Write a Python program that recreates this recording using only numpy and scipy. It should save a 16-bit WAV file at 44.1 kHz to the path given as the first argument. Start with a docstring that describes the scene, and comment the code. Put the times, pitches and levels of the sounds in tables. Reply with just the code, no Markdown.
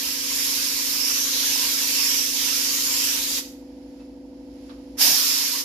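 """Spray painting in a small booth

A spray gun blows paint onto wooden panels, close to a stereo microphone. It sweeps to and fro about once
a second: the hiss swells, dips at the panel's edge, and its reflection glides up and back. The trigger
is let go, and two soft handling knocks fall in the pause. A second pull spits and surges as the stored
pressure drains. Behind it all, a motor hums and throbs and the ventilation rushes."""
import sys
import numpy as np
from scipy import signal
from scipy.fft import rfft, irfft, next_fast_len
from scipy.io import wavfile
from scipy.ndimage import uniform_filter1d

SR = 44100
rng = np.random.default_rng(int(sys.argv[2]) if len(sys.argv) > 2 else 0)


def materialize(psi):
    """Save the field psi as 16-bit PCM at rate SR to the path in sys.argv[1].

    A 1-D psi becomes a single channel; in a 2-D psi each row is a channel.
    """
    bounded = np.clip(np.atleast_2d(psi).T, -1, 1)
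    quanta = np.round(bounded * 32767).astype(np.int16)
    wavfile.write(sys.argv[1], SR, quanta)


N = 248823
TOP_HZ = 14680  # the highest pitch the microphone lets through

# The tone of the hiss as heard, with a hollow near 780 Hz:
# f/Hz, relative left level/dB, relative right level/dB
HISS_SPECTRUM = [(150, -24, -41), (430, -24, -22), (530, -30.0, -19.5), (776, -38.5, -36),
                 (930, -20.5, -16.5), (1160, -22.5, -20), (1310, -29.5, -19.5), (1382, -23, -19),
                 (2000, -19, -14.0), (2530, -15, -10.5), (3200, -14, -10), (4160, -14.1, -6),
                 (4740, -10, -2), (5450, -12, -0.36), (5970, -9.5, -3), (6420, -6, -9.5), (6900, -5.5, -12),
                 (7600, -7.5, -18), (7980, -14.5, -18), (8500, -15, -14.5), (9260, -13.5, -11),
                 (10250, -14.5, -12.5), (11500, -11.7, -6.5), (12900, -8, -9), (14400, -10, -12.5)]
# How alike moving air sounds on the left and right: f/Hz, likeness (1 = the same, 0 = unrelated)
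AIR_LIKENESS = [(60, 1), (300, 0), (640, 0.26), (1400, 0), (14000, 0.16)]
# Levels as heard; the bass drops out under the loud second burst: t/s, hum level/dB, bass change/dB
HEARD_LEVELS = [(0, -43, 0), (1.7, -42, -1), (3.5, -41, -0.5), (4.98, -40, 3), (5.12, -43.5, -50),
                (5.64, -44, -2)]


def jet(pulled_s, let_go_s, surge_db, opening_s=0.052, closing_s=0.048, hold_s=0.075, drain_s=0.21):
    """Churning air hisses out of the gun for one trigger pull; a surge holds briefly, then drains."""
    # How alike the hiss is on the left and right: f/Hz, likeness (1 = the same, below 0 = opposed)
    likeness = [(200, -1.7), (650, 0.69), (1400, 0.21), (3100, 0.27), (5000, -0.059), (7000, -0.083),
                (14000, -0.069)]
    t, hz = frame_grid(size=512)
    now = np.arange(N) / SR
    excess_db = surge_db * np.exp(-np.maximum(now - pulled_s - hold_s, 0) / drain_s)
    tone_db = hiss_tone(t, hz, np.interp(t, now, excess_db))
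    # the hiss is patchy, and its low edge flutters most
    patchy_db = 1.5 + 2.5 * pitch_band(hz, centre_hz=950, octaves=0.53)
    tone_db += patchy_db * patches(t, hz, frames=14, bins=3)
    # give every frame the same power, so only the tone changes here
    power = (gain_of(tone_db[:, :, hz < TOP_HZ]) ** 2).mean((0, 2))
    tone_db -= 10 * np.log10(power)[:, None]
    tone_db -= 100. * (hz > TOP_HZ + SR / 100)  # cut the very top
    hiss = unit_rms(stereo_noise(tone_db, at_pitch(likeness, hz)))
    # the air valve opens and shuts over about fifty milliseconds each way
    valve_times = [pulled_s, pulled_s + opening_s, let_go_s, let_go_s + closing_s]
    valve = np.interp(now, valve_times, [0, 1, 1, 0]) ** 2
    flutter_db = 0.08 * wander(rate_hz=67) + 0.34 * wander(rate_hz=17)
    level_db = sweep(now)[0] + excess_db + flutter_db
    return (hiss + spits(excess_db)) * valve * gain_of(level_db)


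def sweep(t):
    """The hand's strokes: jet level in dB, and how much it faces the panel, slips off and comes back."""
    # One stroke a row: turning point t/s, jet level/dB, dip at the edge/dB, dip width/s,
    # swell when facing the panel/dB, swell on the way back/dB
    strokes = [(0.29, -25.5, -2.5, 0.056, 0.5, 2.24), (1.37, -24, -1.2, 0.046, 2.5, 2.4),
               (2.35, -23, -1.85, 0.077, 3, 0.5), (3.34, -23, -3.5, 0.085, 1.5, 0.5),
               (5.68, -24.5, -1.8, 0.17, 1.45, -0.5)]
    level_db = at_time(strokes, t)[0]
    facing, edge, back = np.zeros((3,) + t.shape)
    for turn_s, _, dip_db, dip_s, facing_db, back_db in strokes:
        head_on = bell(t, turn_s - 0.26, width_s=0.12)
        slipping = bell(t, turn_s - 0.076, width_s=dip_s)
        returning = bell(t, turn_s + 0.16, width_s=0.16)
        level_db = level_db + facing_db * head_on + dip_db * slipping + back_db * returning
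        facing, edge, back = facing + head_on, edge + slipping, back + returning
    return level_db, facing, edge, back


def hiss_tone(t, hz, surge_db):
    """The hiss as heard on each side (dB): the wash on the wood and the fizz follow stroke and surge."""
    _, facing, edge, back = sweep(t)
    wash_db = 3.0 * facing - 1.7 * edge + 2.5 * back + 0.092 * surge_db
    fizz_db = 1.8 * facing - 1.2 * edge + 0.35 * surge_db
    pan_db = np.array([-0.06, 0.06])[:, None, None] * surge_db  # a surge leans to the right
    tone_db = at_pitch(HISS_SPECTRUM, hz)[:, None] + pan_db + panel_reflection(t, hz) + swishes(t, hz)
    tone_db += wash_db * pitch_band(hz, centre_hz=2200, octaves=0.95)
    return tone_db + fizz_db * pitch_band(hz, centre_hz=12500, octaves=0.28)


def panel_reflection(t, hz, sound_m_per_s=343, left_stretch=1.12):
    """Sound off the panel arrives late and ripples the tone (dB); a shorter path slides the ripples up."""
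    # The bounce as the gun travels: t/s, extra path/m, left ripple depth/dB, right ripple depth/dB
    bounce = [(-0.0, 0.141, 1, 1.5), (0.3, 0.11, -0.5, 1), (0.55, 0.14, -0.4, 1.3), (0.85, 0.17, 0.5, 0.5),
              (1.02, 0.13, 1, 2.5), (1.18, 0.12, 0.5, 1.3), (1.31, 0.08, 0.2, 4.5), (1.46, 0.095, 0.3, 1.8),
              (1.58, 0.123, 0.6, 1.7), (1.77, 0.191, 3.5, 1.5), (1.97, 0.14, -1, 1.2), (2.14, 0.12, 2.5, 2),
              (2.33, 0.11, 1.2, 1.5), (2.52, 0.11, 0, 2.3), (2.78, 0.15, 1.5, -0.3),
              (3.02, 0.126, 1.3, 2.5), (3.18, 0.1, 3, 3.7), (3.35, 0.092, 0.5, 2.0), (5.0, 0.107, 2.5, 0.7),
              (5.64, 0.071, 0.5, 1.1)]
    detour_m, left_db, right_db = at_time(bounce, t)
    cycles_late = hz * detour_m / sound_m_per_s
    left = left_db * np.cos(2 * np.pi * cycles_late * left_stretch)  # the left detour is longer
    right = right_db * np.cos(2 * np.pi * cycles_late)
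    return np.array([left, right]) * pitch_band(hz, centre_hz=4800, octaves=1.0)


def swishes(t, hz, octaves=0.105):
    """Narrow, gliding bands of hiss grow or fade (dB) as the gun nears and leaves the panel's edge."""
    # One swish a row: t/s, width/s, f/Hz, glide/(Hz per s), left change/dB, right change/dB
    bands = [(0.16, 0.095, 7020, 3700, -1.5, 4), (0.2, 0.1, 990, 0, 7.5, 3),
             (0.35, 0.093, 6800, 795, 4.5, -5), (0.42, 0.098, 11090, 600, 0, 6),
             (1.14, 0.13, 5900, 4296, 6, 5.5), (1.29, 0.12, 4900, 1100, 6, -4),
             (1.39, 0.055, 7600, -400, -8, 1), (1.39, 0.088, 5850, 600, 6.5, 5.5),
             (1.96, 0.088, 2600, 1100, 4, 3.5), (2.07, 0.078, 7250, 1790, 3.5, -3),
             (2.1, 0.092, 5600, 3800, -1, 4.5), (2.35, 0.16, 6710, -600, -2.5, 4.5),
             (2.89, 0.17, 7140, 2898, 4, 6), (3.27, 0.1, 7700, 1198, 4, -6), (5.2, 0.26, 5220, 700, 3, 4.5)]
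    change_db = 0
    for at_s, width_s, mid_hz, glide, left_db, right_db in bands:
        centre_hz = mid_hz + glide * np.clip(t - at_s, -.5, .5)
        sides_db = np.array([left_db, right_db])[:, None, None]
        change_db += sides_db * bell(t, at_s, width_s) * pitch_band(hz, centre_hz, octaves)
    return change_db


def spits(surge_db, per_s=700, spread_db=3):
    """Paint tears off the nozzle in tiny bursts, louder when the air surges."""
    sizes = gain_of(spread_db * np.minimum(rng.exponential(1, (2, N)), 3))
    bursts = sizes * (rng.random(N) < per_s / SR)
    relative_db = -15 + 0.58 * np.minimum(surge_db, 10)
    return unit_rms(shape_tone(bursts, HISS_SPECTRUM)) * gain_of(relative_db)


def puff(at_s=5.07, half_length_s=0.11, level_db=-34.0, splutter_db=4.5):
    """The surge of the second pull slaps the panel with a low, spluttering puff."""
    # The tone of the puff: f/Hz, relative level/dB
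    spectrum = [(60, -31), (130, -13), (190, -6), (300, 0), (480, -1), (700, 8), (1100, -4.5), (2000, 2),
                (5000, -45)]
    t, hz = frame_grid(size=1024)
    splutter = patches(t, hz, frames=4, bins=5)
    tone_db = at_pitch(spectrum, hz) + splutter_db * np.array([splutter, splutter])
    swell = np.cos(np.pi / 2 * np.clip((np.arange(N) / SR - at_s) / half_length_s, -1, 1))
    return gain_of(level_db) * unit_rms(stereo_noise(tone_db, at_pitch(AIR_LIKENESS, hz))) * swell


def thumps(width_s=0.0064):
    """Gusts within the surge push the panel, which swings a few times at a low pitch."""
    # One gust a row: t/s, f/Hz, peak level/dB
    gusts = [(5.087, 261, -32), (5.126, 165, -40)]
    now = np.arange(N) / SR
    return sum(gain_of(db) * bell(now, at_s, width_s) * np.sin(2 * np.pi * hz * (now - at_s))
               for at_s, hz, db in gusts)


def knocks(rise_s=0.0031, right_db=3, ring_hz=2620):
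    """Soft, dull bumps as the gun and panel are shifted; the gun's body rings faintly."""
    # One knock a row: t/s, level/dB, time to fade by 60 dB/s, ring compared with the bump/dB
    hits = [(3.995, -59, .2, -2), (4.692, -45.5, 0.15, -16)]
    # The tone of a bump: f/Hz, relative level/dB
    spectrum = [(300, -12), (1100, 9), (2400, -2), (4500, 2), (7000, -22), (10000, -31), (15000, -35)]
    now, out = np.arange(N) / SR, np.zeros((2, N))
    bump = shape_tone(rng.standard_normal((2, N)), spectrum)
    ring = np.sin(2 * np.pi * ring_hz * now)
    for at_s, db, fade_s, ring_db in hits:
        age = np.maximum(now - at_s, 0)
        envelope = (1 - np.exp(-age / rise_s)) * np.exp(-np.log(1000) * age / fade_s)
        out += gain_of(db) * envelope * (bump + gain_of(ring_db) * ring)
    return out * gain_of([[0], [right_db]])


def booth_echo(x, delay_s=0.003):
    """The walls throw back a blur of echoes, each pitch dying away at its own speed."""
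    # How long the booth rings: f/Hz, time to fade by 60 dB/s
    fade_times = [(500, 0.3), (1320, 0.56), (3480, 0.41), (7000, 0.42), (12000, 0.41)]
    echoes = rng.standard_normal((2, SR)) * (np.arange(SR) > delay_s * SR)
    hz, t, spectra = signal.stft(echoes, SR, nperseg=256)
    fade = np.exp(-np.log(1000) * t / at_pitch(fade_times, hz).T)
    tail = signal.istft(spectra * fade, SR, nperseg=256)[1]
    return signal.fftconvolve(x, tail / np.linalg.norm(tail[0]), axes=1)[:, :N]


def moving_echo(x, blend_hz=1.307):
    """As the gun moves, the wall echoes keep changing: two echo patterns take turns."""
    angle = 2 * np.pi * blend_hz * np.arange(N) / SR
    return booth_echo(x * np.cos(angle)) + booth_echo(x * np.sin(angle))


def motor(shaft_hz=25.565, drift_hz=0.0406, slip_cycles=0.062, lean_db_per_octave=2.5):
    """A spinning shaft hums and its casing buzzes; the two strongest tones throb together once a turn."""
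    # The tones of the hum: multiple of the shaft speed, relative level/dB
    hum_tones = [(2, -16.5), (2.3, -11.5), (4, -23), (5.5, -34), (6, -25), (8, -15), (8.5, -25), (9, -24),
                 (9.5, -16.5), (10, -0.5), (10.5, -19), (11, 2.5), (11.5, -21), (12, -16.5), (13, -10.5),
                 (13.5, -15.5), (14, -13.5), (15.5, -24), (19, -13.5), (19.5, -6), (20, -15.5), (20.5, -21),
                 (21, -20.5), (22, -20), (23.5, -23.5), (24, -23.5), (26, -20.5), (28, -27), (29.5, -34),
                 (30.5, -28.5)]
    # The casing's fine buzz: f/Hz, relative level of each tone/dB
    buzz_spectrum = [(80, -9), (180, -7.5), (320, 7), (420, -11), (540, -8), (690, -11), (900, -9.5),
                     (1100, -27)]
    now, out = np.arange(N) / SR, np.zeros((2, N))
    turns = np.cumsum(shaft_hz + drift_hz * wander(rate_hz=3.26)) / SR
    level_db, bass_db = at_time(HEARD_LEVELS, now)
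    bass_gain = gain_of(bass_db + 1.3 * wander(rate_hz=19))
    waver = gain_of(0.2 * wander(rate_hz=1.6))
    # the buzz repeats every second turn, filling the half multiples that the hum leaves free
    halves = np.arange(7, 86) / 2
    gap_to_hum = abs(halves[:, None] - np.array(hum_tones)[:, 0]).min(1)
    halves = halves[gap_to_hum > 0.1]
    uneven_db = 2.5 * rng.standard_normal(len(halves))
    buzz_db = -23 + at_pitch(buzz_spectrum, halves * shaft_hz)[0] + uneven_db
    for multiple, db in list(hum_tones) + list(zip(halves, buzz_db)):
        hz = multiple * shaft_hz
        # the weak tones slip in and out of step with the shaft
        slip = slip_cycles * (db < -16) * np.sin(2 * np.pi * (rng.uniform(1, 1.995) * now + rng.random()))
        tone = gain_of(db) * np.sin(2 * np.pi * (multiple * turns + slip + rng.random()))
        tone *= 1 + (bass_gain - 1) * bass_share(hz)
        # tones above 300 Hz come more from the right
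        lean_db = lean_db_per_octave * max(np.log2(hz / 300), 0)
        out += tone * gain_of([[-lean_db], [lean_db]])
    return unit_rms(out) * waver * gain_of(level_db)


def ventilation(level_db=-55, hiss_hz=1200):
    """Air moves through the booth: a low rush with a faint hiss on top."""
    # The tone of the moving air: f/Hz, relative left level/dB, relative right level/dB
    spectrum = [(22, -18, -14), (46, -3, -6), (80, 2, 7), (124, -9, -19), (174, 1, -7), (283, 9, 5.5),
                (433, -10, -17), (680, -9, -12), (875, -12, -18), (1220, -22.5, -18.5),
                (2800, -25.5, -21.5), (3740, -27, -24.5), (5170, -27, -18), (7450, -27, -43),
                (8470, -47, -51), (10160, -30.5, -29), (14200, -40, -45)]
    # The high hiss swells and sinks: t/s, boost/dB
    hiss_swell = [(3.6, 9.5), (4.0, 11.5), (4.2, 6.5), (4.48, 9.5), (4.6, 13), (4.68, 15.5), (4.78, 12),
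                  (5.0, 12)]
    t, hz = frame_grid(size=4096)
    hiss_db = at_time(hiss_swell, t)[0] * hz ** 2 / (hz ** 2 + hiss_hz ** 2)
    bass_db = at_time(HEARD_LEVELS, t)[1] * bass_share(hz)
    tone_db = at_pitch(spectrum, hz)[:, None] + hiss_db + bass_db
    return gain_of(level_db) * unit_rms(stereo_noise(tone_db, at_pitch(AIR_LIKENESS, hz)))


def gain_of(db):
    """Turns decibels into a number to multiply a sound by."""
    return 10 ** (np.asarray(db) / 20)


def unit_rms(x):
    """Scales a signal so that its typical size (root mean square) is 1."""
    return x / np.sqrt(np.mean(x ** 2) + 1e-20)


def at_pitch(table, hz):
    """Reads a table's columns at the frequencies hz, joining its rows along a scale of octaves."""
    row_hz, *columns = np.transpose(table)
    return np.array([np.interp(np.log(hz + 1), np.log(row_hz + 1), column) for column in columns])


def at_time(table, t):
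    """Reads a table's columns at the times t, joining its rows with straight lines."""
    row_s, *columns = np.transpose(table)
    return np.array([np.interp(t, row_s, column) for column in columns])


def bell(t, centre_s, width_s):
    """A smooth swell of height 1 in time."""
    return np.exp(-.5 * ((t - centre_s) / width_s) ** 2)


def pitch_band(hz, centre_hz, octaves):
    """A smooth hill of height 1 around one pitch."""
    return np.exp(-.5 * (np.log2((hz + 1) / centre_hz) / octaves) ** 2)


def bass_share(hz, corner_hz=130):
    """1 for the deep bass, falling to 0 above it."""
    return 1 / (1 + (hz / corner_hz) ** 4)


def wander(rate_hz):
    """A random wobble of typical size 1, mostly slower than rate_hz."""
    size = next_fast_len(N, True)
    keep_slow = np.exp(-(np.fft.rfftfreq(size, 1 / SR) / rate_hz) ** 2)
    return unit_rms(irfft(rfft(rng.standard_normal(size)) * keep_slow, size)[:N])


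def frame_grid(size):
    """Times of short slices of sound (frames, as a column) and the frequencies in each (bins)."""
    hop = size // 4
    return np.arange(N // hop + 2)[:, None] * hop / SR, np.fft.rfftfreq(size, 1 / SR)


def patches(t, hz, frames, bins):
    """Random blotches of typical size 1, so many frames long and bins wide."""
    speckles = rng.standard_normal((len(t), len(hz)))
    streaks = uniform_filter1d(speckles, frames, axis=0)
    return unit_rms(uniform_filter1d(streaks, bins, axis=1))


def stereo_noise(tone_db, likeness):
    """Partly alike left and right noises that follow a map of levels (sides, frames, bins)."""
    draws = rng.standard_normal((4,) + tone_db.shape[1:])
    left, unrelated = draws[0] + 1j * draws[1], draws[2] + 1j * draws[3]
    same = np.clip(likeness, -1, 1)
    right = same * left + np.sqrt(1 - same ** 2) * unrelated
    spectra = np.array([left, right]) * gain_of(tone_db)
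    size = 2 * (spectra.shape[2] - 1)
    return signal.istft(spectra, nperseg=size, noverlap=size * 3 // 4, time_axis=1, freq_axis=2)[1][:, :N]


def shape_tone(x, spectrum):
    """Gives a sound the tone of a spectrum table; white noise keeps its power."""
    size = next_fast_len(N, True)
    gain = unit_rms(gain_of(at_pitch(spectrum, np.fft.rfftfreq(size, 1 / SR))))
    return irfft(rfft(x, size) * gain, size)[:, :N]


def scene(echo_db=-8):
    """The gun and knocks with their echo, over the motor and the ventilation."""
    # One trigger pull a row: pulled t/s, let go t/s, surge of stored pressure/dB
    pulls = [(-0.1, 3.3844, -1), (4.966, 5.612, 10)]
    near = sum(jet(*pull) for pull in pulls) + puff() + thumps() + knocks()
    return near + gain_of(echo_db) * moving_echo(near) + motor() + ventilation()


def record(dry, ceiling=0.85):
    """The microphone rounds off the highest peaks, then steeply cuts everything above TOP_HZ."""
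    rounded = dry / (1 + (dry / ceiling) ** 6) ** (1 / 6)
    low_pass = signal.firwin(511, TOP_HZ, window=("kaiser", 9), fs=SR)
    return signal.oaconvolve(rounded, low_pass[None], "same")


dry = scene()
out = record(dry)
materialize(out)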